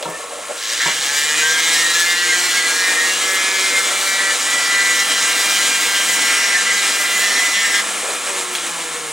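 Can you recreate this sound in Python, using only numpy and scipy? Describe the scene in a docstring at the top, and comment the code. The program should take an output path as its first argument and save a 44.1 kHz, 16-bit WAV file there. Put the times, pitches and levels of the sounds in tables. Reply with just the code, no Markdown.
"""A flexible-shaft rotary tool spins up and its small wheel grinds a hand-held piece of metal. The wheel
strikes once a turn, so the piece buzzes near 2 kHz over a hiss of grit, and sings when pressed. Underneath, the
drive hums, whirrs and hisses; at the end the wheel lifts off and the motor coasts down. A few dull knocks come
from the pedal and the swinging shaft, and scuffs from the workbench; a small room answers."""
import sys
import numpy as np
from scipy import signal
from scipy.fft import rfft, irfft, next_fast_len
from scipy.io import wavfile
from scipy.ndimage import map_coordinates

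SR = 44100
rng = np.random.default_rng(int(sys.argv[2]) if len(sys.argv) > 2 else 0)


def file_out(sig):
    """Save sig as 16-bit WAV at sys.argv[1]."""
    # one column per channel
    cols = np.atleast_2d(sig).T
    # limit, then scale
    lim = np.clip(cols, -1, 1)
    pcm = np.round(lim * 32767).astype(np.int16)
    wavfile.write(sys.argv[1], SR, pcm)


N = 402191


def amp(db):
    """Decibels to gain."""
    return np.exp(np.asarray(db) * (np.log(10) / 20))

def unit(x):
    """Scale to rms 1."""
    return x / np.sqrt(np.mean(x ** 2) + 1e-20)

def noise():
    """Fresh white noise, as long as the scene."""
    return rng.standard_normal(N)

def clock():
    """Time of every sample in seconds."""
    return np.arange(N) / SR

def along(points, hz):
    """Read (Hz, value) points on a log frequency axis."""
    point_hz, values = np.transpose(points)
    return np.interp(np.log(hz + 1), np.log(point_hz + 1), values)

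def curves(rows):
    """One automation curve for each column after the time."""
    times, *columns = np.transpose(rows)
    return [np.interp(clock(), times, column) for column in columns]

def wobble(rate):
    """A smooth random curve of rms 1, with `rate` knots a second."""
    knots = rng.standard_normal(N // 32)
    coarse_s = np.arange(0, N + 32, 32) / SR
    return unit(np.interp(clock(), coarse_s, map_coordinates(knots, [coarse_s * rate], mode="wrap")))

def swell(peak_s, length_s):
    """A bell-shaped fade in and out."""
    return np.exp(-2 * ((clock() - peak_s) / length_s) ** 2)

def strokes(rows, attack_s=0.016, release_s=0.018):
    """Each row rises, holds and falls; returns the gain, and any further columns as glides."""
    t, gain, glides = clock(), np.zeros(N), []
    for start, length, db, *held in rows:
        corners = np.cumsum([start, attack_s, max(length - attack_s, 0), release_s])
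        gain += amp(db) * np.interp(t, corners, [0, 1, 1, 0])
        glides += [(start + attack_s, *held), (start + length, *held)]
    return gain, *curves(glides)

def filtered(x, response):
    """Pass x through a response given as a function of Hz."""
    size = next_fast_len(N + SR // 4)
    return irfft(rfft(x, size) * response(np.fft.rfftfreq(size, 1 / SR)), size)[..., :N]

def coloured(x, spectrum):
    """x through an EQ curve of (Hz, dB) points, at rms 1."""
    return unit(filtered(x, lambda hz: amp(along(spectrum, hz))))

def resonance(hz, centre_hz, width_hz):
    """Complex response of one mode."""
    return 1j * hz * width_hz / (centre_hz ** 2 - hz ** 2 + 1j * hz * width_hz)

def resonant_band(x, centre_hz, width_hz):
    """x twice through one resonance, at rms 1."""
    return unit(filtered(x, lambda hz: resonance(hz, centre_hz, width_hz) ** 2))

def treble_ripple(x, depth_db, spacing_hz=70):
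    """A fixed, fine, random ripple of peaks and dips colours the treble."""
    knots = rng.standard_normal(1024)
    ripple = lambda hz: map_coordinates(knots, [hz / spacing_hz], mode="wrap")
    return filtered(x, lambda hz: amp(depth_db * np.minimum(hz / 8000, 1) * ripple(hz)))


def rumble():
    """A faint, low bed of noise."""
    return amp(-63.5) * coloured(noise(), [(15, -14), (33, -4), (55, -6), (150, -8), (600, -50)])

# The room's decay. Each row: frequency in Hz, seconds to fall 60 dB.
ROOM_DECAY = [(200, 0.5), (2000, .35), (12000, 0.05)]
# Stereo width of the tail. Each row: frequency in Hz, side against mid in dB.
TAIL_WIDTH = [(100, -22), (500, -8), (2500, -9), (6000, -2), (9000, -8.5), (13000, -103)]
# Placement of the direct sound. Each row: frequency in Hz, lead of left over right in radians.
LEFT_LEAD = [(0, 0.81), (1030, -0.57), (2930, -0.35), (5000, -0.36), (10000, 0)]
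def room(x, wet_db=-14):
    """Close walls add a short tail; the direct sound arrives slightly out of step left and right."""
    band_hz, t, spectra = signal.stft(rng.standard_normal((2, SR // 3)), SR, nperseg=256)
    decay = amp(-60 * t / along(ROOM_DECAY, band_hz)[:, None])
    _, tail = signal.istft(spectra * decay, SR, nperseg=256)
    tail /= np.linalg.norm(tail[0])
    mid, side = signal.fftconvolve(x[None], tail, axes=1)[:, :N] * amp(wet_db)
    side = filtered(side, lambda hz: amp(along(TAIL_WIDTH, hz)))
    direct = filtered(x, lambda hz: np.exp(.5j * np.outer([1, -1], along(LEFT_LEAD, hz))))
    return direct + np.array([mid + side, mid - side])

# Soft scuffs at the bench. Each row: peak time in seconds, length in seconds, level in dB.
BENCH_SCUFFS = [(.01, 0.29, -30), (0.322, 0.043, -32), (0.39, 0.049, -33), (0.517, 0.051, -26.5),
                (8.045, 0.025, -25.5), (8.099, 0.033, -23.5)]
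def scuffs():
    """Short uneven rubs in one hollow resonance."""
    envelope = sum(amp(db) * swell(peak, length) for peak, length, db in BENCH_SCUFFS)
    slips = noise() * amp(2.2 * wobble(89.8))
    return envelope * resonant_band(slips, centre_hz=588, width_hz=290)

# Dull knocks of the pedal and the flexible shaft. Each row: start in seconds, relative level in dB.
DULL_KNOCKS = [(0.053, -23.5), (.082, -27), (.856, -21.5), (0.877, -21.5)]
# The ring of the knocks. Each row: frequency in Hz, relative level in dB, seconds to fall 60 dB.
KNOCK_MODES = [(163, -9.5, 0.33), (317, -6, 0.17), (470, 7, 0.026), (668, 0, 0.04), (940, 6, 0.11),
               (1350, 5, 0.049)]
def knocks(trim_db=-1, thud_db=1, thud_t60=0.13, attack_s=0.0048):
    """Every knock is a dull thud that rings the same few modes at new strengths."""
    out, t = np.zeros(N + SR), np.arange(SR // 2) / SR
    dull_noise = coloured(noise(), [(60, -25), (170, -5), (1100, 4), (2500, -30)])
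    attack = 1 - np.exp(-t / attack_s)
    for start, db in DULL_KNOCKS:
        span = slice(round(start * SR), round(start * SR) + len(t))
        ring = sum(amp(mode_db + rng.normal(0, 3.2) - 60 * t / t60) * np.sin(2 * np.pi * hz * t)
                   for hz, mode_db, t60 in KNOCK_MODES)
        thud = amp(thud_db - 60 * t / thud_t60) * dull_noise[span]
        out[span] += amp(db + trim_db) * (ring + thud) * attack
    return out[:N]

# Feather-light contacts. Each row: peak time in seconds, length in seconds, level in dB, pitch in Hz.
LIGHT_TOUCHES = [(0.15, 0.14, -38, 1780), (0.218, 0.1, -35, 1088)]
def light_touches():
    """The idling wheel brushes the piece, which sings faintly in one narrow resonance."""
    return sum(amp(db) * swell(peak, length) * resonant_band(noise(), hz, width_hz=70)
               for peak, length, db, hz in LIGHT_TOUCHES)

# Brief grazes. Each row: start in seconds, seconds to fall 60 dB, scrape level in dB, its centre in Hz.
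EDGE_GRAZES = [(0.026, 0.12, -21, 2840), (0.098, 0.053, -26, 7900), (8.53, 0.2, -29, 7000),
               (8.551, 0.4, -25.5, 3300)]
def grazes():
    """The wheel catches an edge for an instant and the metal pings."""
    scrapes, t = np.zeros(N), clock()
    for start, t60, db, centre_hz in EDGE_GRAZES:
        scratch = noise() * amp(5 * wobble(400))
        envelope = amp(db - 60 * np.abs(t - start) / t60) * (t > start)
        scrapes += envelope * resonant_band(scratch, centre_hz, width_hz=1.5 * centre_hz)
    return filtered(scrapes, lambda hz: 1 + 3.2 * resonance(hz, centre_hz=3360, width_hz=54))

# Spin-up and coast-down. Each row: time in seconds, speed in turns per second.
SHAFT_SPEED = [(0, 88), (.3, 96), (.65, 109), (.8, 122), (1, 136), (1.25, 149.3), (1.53, 160), (2, 172.5),
               (2.5, 179.3), (3.3, 188.5), (4.6, 197.3), (6, 199.5), (7.1, 200), (7.8, 202.3), (8.05, 204),
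               (8.36, 187), (8.7, 171), (9.12, 152.5)]
def shaft():
    """Speed, and angle in turns; the springy shaft winds and unwinds a little."""
    speed, = curves(SHAFT_SPEED)
    speed *= 1 + 0.001686 * wobble(14) + 0.00398 * wobble(130)
    return speed, np.cumsum(speed) / SR

# The housing's hollow tone. Each row: centre in Hz, width in Hz, level in dB.
HOUSING_BANDS = [(483.6, 60, -45), (1082, 110, -43.5), (1326, 79, -44.5), (2674, 88, -50)]
def housing_whirr():
    """The housing whirrs steadily in a few narrow bands."""
    return sum(amp(db) * resonant_band(noise(), hz, width) for hz, width, db in HOUSING_BANDS)

# Tone of the drive's hiss. Each row: frequency in Hz, relative level in dB.
HISS_EQ = [(60, -50), (130, -41), (190, -14), (290, -1), (400, -9.5), (680, -0.5), (980, -2.5), (1330, 4.5),
           (1500, -2.5), (1750, 2), (2800, -0.5), (5200, -5.5), (7800, 1), (10000, -5), (12000, -19),
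           (16000, -22)]
def drive_hiss(speed, turns, full_speed=200, full_speed_db=-22, db_per_doubling=9):
    """Motor brushes and bearings hiss, louder with speed, pulsing lightly once a turn."""
    friction = noise() * (1 + 0.11 * np.cos(2 * np.pi * turns))
    level_db = full_speed_db + db_per_doubling * np.log2(speed / full_speed) + 1.07 * wobble(18)
    return amp(level_db) * coloured(treble_ripple(friction, depth_db=1.5), HISS_EQ)

# Resonances of the motor's mount. Each row: centre in Hz, width in Hz, peak gain in dB.
MOUNT_MODES = [(160, 30, -51), (205, 14, -51), (344, 49, -44.5), (378, 18.8, -44.5), (476, 66, -39),
               (574, 24, -39.5), (850, 450, -49)]
def mount_gain(hz):
    """The hum swells as it sweeps through the modes of the mount."""
    grid_hz = np.arange(SR // 16)
    power = sum(np.abs(amp(db) * resonance(grid_hz, centre, width) ** 2) ** 2
                for centre, width, db in MOUNT_MODES)
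    return np.interp(hz, grid_hz, np.sqrt(power))

# The hum's partials. Each entry: pitch as a multiple of the shaft speed.
HUM_ORDERS = [1, 2, 2.56, 3, 4, 5, 6]
# Their balance. Each entry: level in dB going into the mount.
HUM_LEVELS = [.5, 2, -6.5, -1, -2, 2.5, 6.5]
def drive_hum(speed, turns):
    """Unbalance shakes the mount at a few multiples of the shaft speed."""
    angle = turns + .01 * wobble(60)  # play in the bearings
    hum = np.zeros(N)
    for order, db in zip(HUM_ORDERS, HUM_LEVELS):
        gain = mount_gain(order * speed) * amp(db + 2 * wobble(7) + 2 * wobble(45))
        hum += np.sqrt(2) * gain * np.sin(2 * np.pi * order * angle)
    return hum * np.minimum(speed / 145, 1) ** 4  # a slow shaft hardly shakes its mount

def chips(per_second=220, spread_db=3):
    """Tiny bright ticks of metal breaking away, their loudness coming in flurries."""
    size = 2 * np.tanh((noise() + wobble(6.4)) / 2)
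    ticks = (rng.random(N) < per_second / SR) * amp(spread_db * size)
    return coloured(ticks, [(1500, -23), (4000, 22), (12000, -14), (16000, -9)])

def surging(x, depth_db=1.5, rate=9):
    """The angle of the cut keeps changing, so each treble band swells by itself, the highest most."""
    centres_hz = [3000, 5600, 7500, 11500]
    crossover = lambda hz: np.array([np.interp(hz, centres_hz, row) for row in np.eye(len(centres_hz))])
    bands = filtered(x, crossover)
    return unit(sum(band * amp(depth_db * hz / 7500 * wobble(rate))
                    for hz, band in zip(centres_hz, bands)))

def rim_grains(speed, turns, states_per_s=20, places=2048):
    """The same grains on the rim return each turn and slowly wear away."""
    strength, drift = rng.standard_normal((2, 200, 100))  # 200 states of wear, 100 harmonics
    phase = 2 * np.pi * rng.random(drift.shape[1]) + .7 * np.cumsum(drift, axis=0)
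    rim = unit(irfft(amp(3 * strength) * np.exp(1j * phase), places))
    wear = clock() * states_per_s
    state, blend = wear.astype(int), wear % 1
    place = (turns % 1 * places).astype(int) % places
    grains = unit((1 - blend) * rim[state, place] + blend * rim[state + 1, place])
    in_groove = np.interp(speed, [110, 150], [0, 1])  # a slow wheel does not keep to its groove
    return np.sqrt(in_groove) * grains + np.sqrt(1 - in_groove) * noise()

# The metal's ring. Each row: centre in Hz, width in Hz, linear gain added on top of the grit.
METAL_MODES = [(2800, 50, .7), (3190, 50, .5), (3980, 50, .5), (5410, 50, .8), (5740, 60, .6)]
# Tone of the grit. Each row: frequency in Hz, relative level in dB.
GRIT_EQ = [(700, -56), (1370, -10), (1500, -11), (1620, -3), (1850, -1), (2450, -9), (3100, -4),
           (4800, -8.5), (7400, -5.5), (9000, -14), (10500, -19.5), (13300, -23), (16000, -26)]
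def grit(speed, turns, groove_share=.84, fade_hz=8500, bite_db=2.5):
    """The rim's grains rasp and ring the metal; fresh chips add hiss."""
    repeating = lambda hz: groove_share / (1 + (hz / fade_hz) ** 4)  # fine grains never cut twice alike
    rasp = filtered(rim_grains(speed, turns), lambda hz: np.sqrt(repeating(hz)))
    hiss = filtered(noise(), lambda hz: np.sqrt(1 - repeating(hz)))
    # the high side of the wheel bites suddenly, then lets go
    bite = amp(bite_db * unit(np.exp(-(turns % 1) / 0.26)) + 1.14 * wobble(45))
    force = treble_ripple(rasp + hiss, depth_db=4) * bite
    metal = lambda hz: 1 + sum(gain * resonance(hz, centre, width) for centre, width, gain in METAL_MODES)
    return coloured(filtered(force, metal), GRIT_EQ)

RUB_CHATTER = .22  # roughness of plain rubbing, 0-1
def harmonic(turns, order, chatter):
    """One harmonic of the wheel's blows; chatter shakes its strength and its phase."""
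    shake = amp((1.1 + 3 * chatter) * wobble(50))
    slip = 1.8 * chatter * wobble(110)
    return np.sqrt(2) * shake * np.cos(2 * np.pi * (order * turns + rng.random()) + slip)

# Hoarse squeals. Each row: start in seconds, length in seconds, level in dB, pitch in shaft multiples.
WHEEL_SQUEALS = [(1.22, 0.6, -27.5, 21.3), (1.85, 0.97, -29, 23.6), (6.1, 0.41, -30, 28),
                 (7.18, 0.57, -29, 27.6)]
def wheel_squeal(turns):
    """The thin wheel sings hoarsely on a few neighbouring high harmonics."""
    envelope, centre_order = strokes(WHEEL_SQUEALS, attack_s=0.064, release_s=0.088)
    cluster = sum(harmonic(turns, order, RUB_CHATTER) / (1 + (order - centre_order) ** 2)
                  for order in range(19, 31))
    return envelope * unit(cluster)

# Tone of the buzz. Each row: frequency in Hz, relative level in dB.
BUZZ_EQ = [(1200, -22), (1400, -10), (1490, -14), (1590, -3.5), (1700, -3), (1800, -2.5), (2000, 1),
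           (2100, 0), (2200, -8), (2390, -1), (2600, -18)]
# The piece is rubbed along the wheel. Each row: start in seconds, length in seconds, level in dB.
RUB_STROKES = [(.79, 0.13, -20.5), (1.08, .3, -26), (1.38, 1.73, -25), (3.21, .6, -23), (3.82, 0.18, -26),
               (4.05, 0.27, -24), (4.43, .57, -26), (5.07, .98, -26.5), (6.06, 1.75, -24.5)]
# The hand leans harder and the wheel catches. Each row: start in seconds, length in seconds,
# level in dB, resonance of the gripped piece in Hz, chatter from 0 to 1.
HARD_PRESSES = [(1.407, 0.17, -21, 1590, 0), (1.742, .17, -20.5, 1840, 0), (1.936, .11, -22, 1730, 0.2),
                (2.05, .09, -23, 2090, 0), (2.158, .09, -22.5, 1935, 0), (2.276, .035, -19, 2110, 0.3),
                (2.28, 0.11, -23.5, 1590, 0), (2.318, 0.024, -18, 1950, .3), (2.56, .025, -18, 2160, .3),
                (2.585, 0.089, -23, 1980, 0.4), (2.86, 0.072, -24, 1840, 0.15),
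                (2.96, .152, -19.5, 1860, 0), (3.62, 0.052, -25, 2100, 0), (3.725, 0.057, -20, 2110, 0.1),
                (4.108, .2, -23, 1940, 0.26), (4.452, 0.57, -21, 1970, .2), (5.096, 0.93, -26, 1990, 0.2),
                (6.07, 0.5, -21.5, 2000, 0.22), (6.54, 0.055, -21.5, 1800, 0.9),
                (6.655, 0.058, -16.5, 1960, .5), (7.214, 0.18, -22.5, 1810, 0.23),
                (6.983, .83, -24.5, 2010, 0.36), (7.537, 0.32, -25, 1820, .6)]
def piece_buzz(speed, turns, rub, tremor_db=1.2):
    """One blow a turn makes the piece buzz; pressed, it sings on the harmonic nearest its resonance."""
    orders = np.arange(7, 19)
    colour = amp(along(BUZZ_EQ, np.outer(orders, speed))) ** 2
    tremor = amp(tremor_db * wobble(13))  # the fingers never hold quite still
    powers = (rub * tremor) ** 2 * colour / colour.sum(axis=0)
    roughness = RUB_CHATTER * powers
    for start, length, db, hz, chatter in HARD_PRESSES:
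        nearest = np.argmin(np.abs(orders * speed[int(start * SR)] - hz))
        note, = strokes([(start, length, db)])
        powers[nearest] += note ** 2
        roughness[nearest] += chatter * note ** 2
    chatters = roughness / (powers + 1e-12)
    # a slow wheel skips, so its blows come unevenly
    skip = np.interp(speed, [116, 134], [.028, .0015]) * wobble(110)
    return sum(np.sqrt(power) * harmonic(turns + skip, order, chatter)
               for order, power, chatter in zip(orders, powers, chatters))

# Depth of the cut, a fader ride on grit and chips. Each row: time in seconds, relative level in dB.
CUT_DEPTH = [(.6, -17), (0.8, -19.5), (1.7, -17.5), (1.83, -18), (4.31, -19.5), (5.65, -16.5), (6.55, -18),
             (6.69, -20.5), (6.74, -17), (7.78, -20.5)]
TOUCH_S, SETTLE_S = 0.53, 0.19  # when the wheel meets the metal, and how long it takes
LIFT_S, LEAVE_S = 7.8, 0.04  # when it lifts off, and how long it takes
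def grinding(speed, turns, grit_trim_db=-2.5, rub_boost_db=1.5):
    """Buzz, squeal and grit sound while the wheel is on the metal; each rub raises buzz and grit."""
    contact, = curves([(TOUCH_S, 0), (TOUCH_S + SETTLE_S, 1), (LIFT_S, 1), (LIFT_S + LEAVE_S, 0)])
    rub, = strokes(RUB_STROKES)
    cut_db, = curves(CUT_DEPTH)
    grit_db = cut_db + grit_trim_db + rub_boost_db * rub / rub.max()
    tones = piece_buzz(speed, turns, rub) + wheel_squeal(turns)
    abrasion = surging(grit(speed, turns)) + amp(-12) * chips()
    return contact * (tones + amp(grit_db) * abrasion)

def scene():
    """Tool, metal and bench in the room, over a faint rumble."""
    speed, turns = shaft()
    drive = drive_hum(speed, turns) + housing_whirr() + drive_hiss(speed, turns)
    near = drive + grinding(speed, turns) + grazes() + knocks() + scuffs() + light_touches()
    return rumble() + room(near)

def record(dry, top_hz=16050):
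    """A brick-wall low-pass takes off the very top."""
    return filtered(dry, lambda hz: hz < top_hz)


dry = scene()
out = record(dry)
file_out(out)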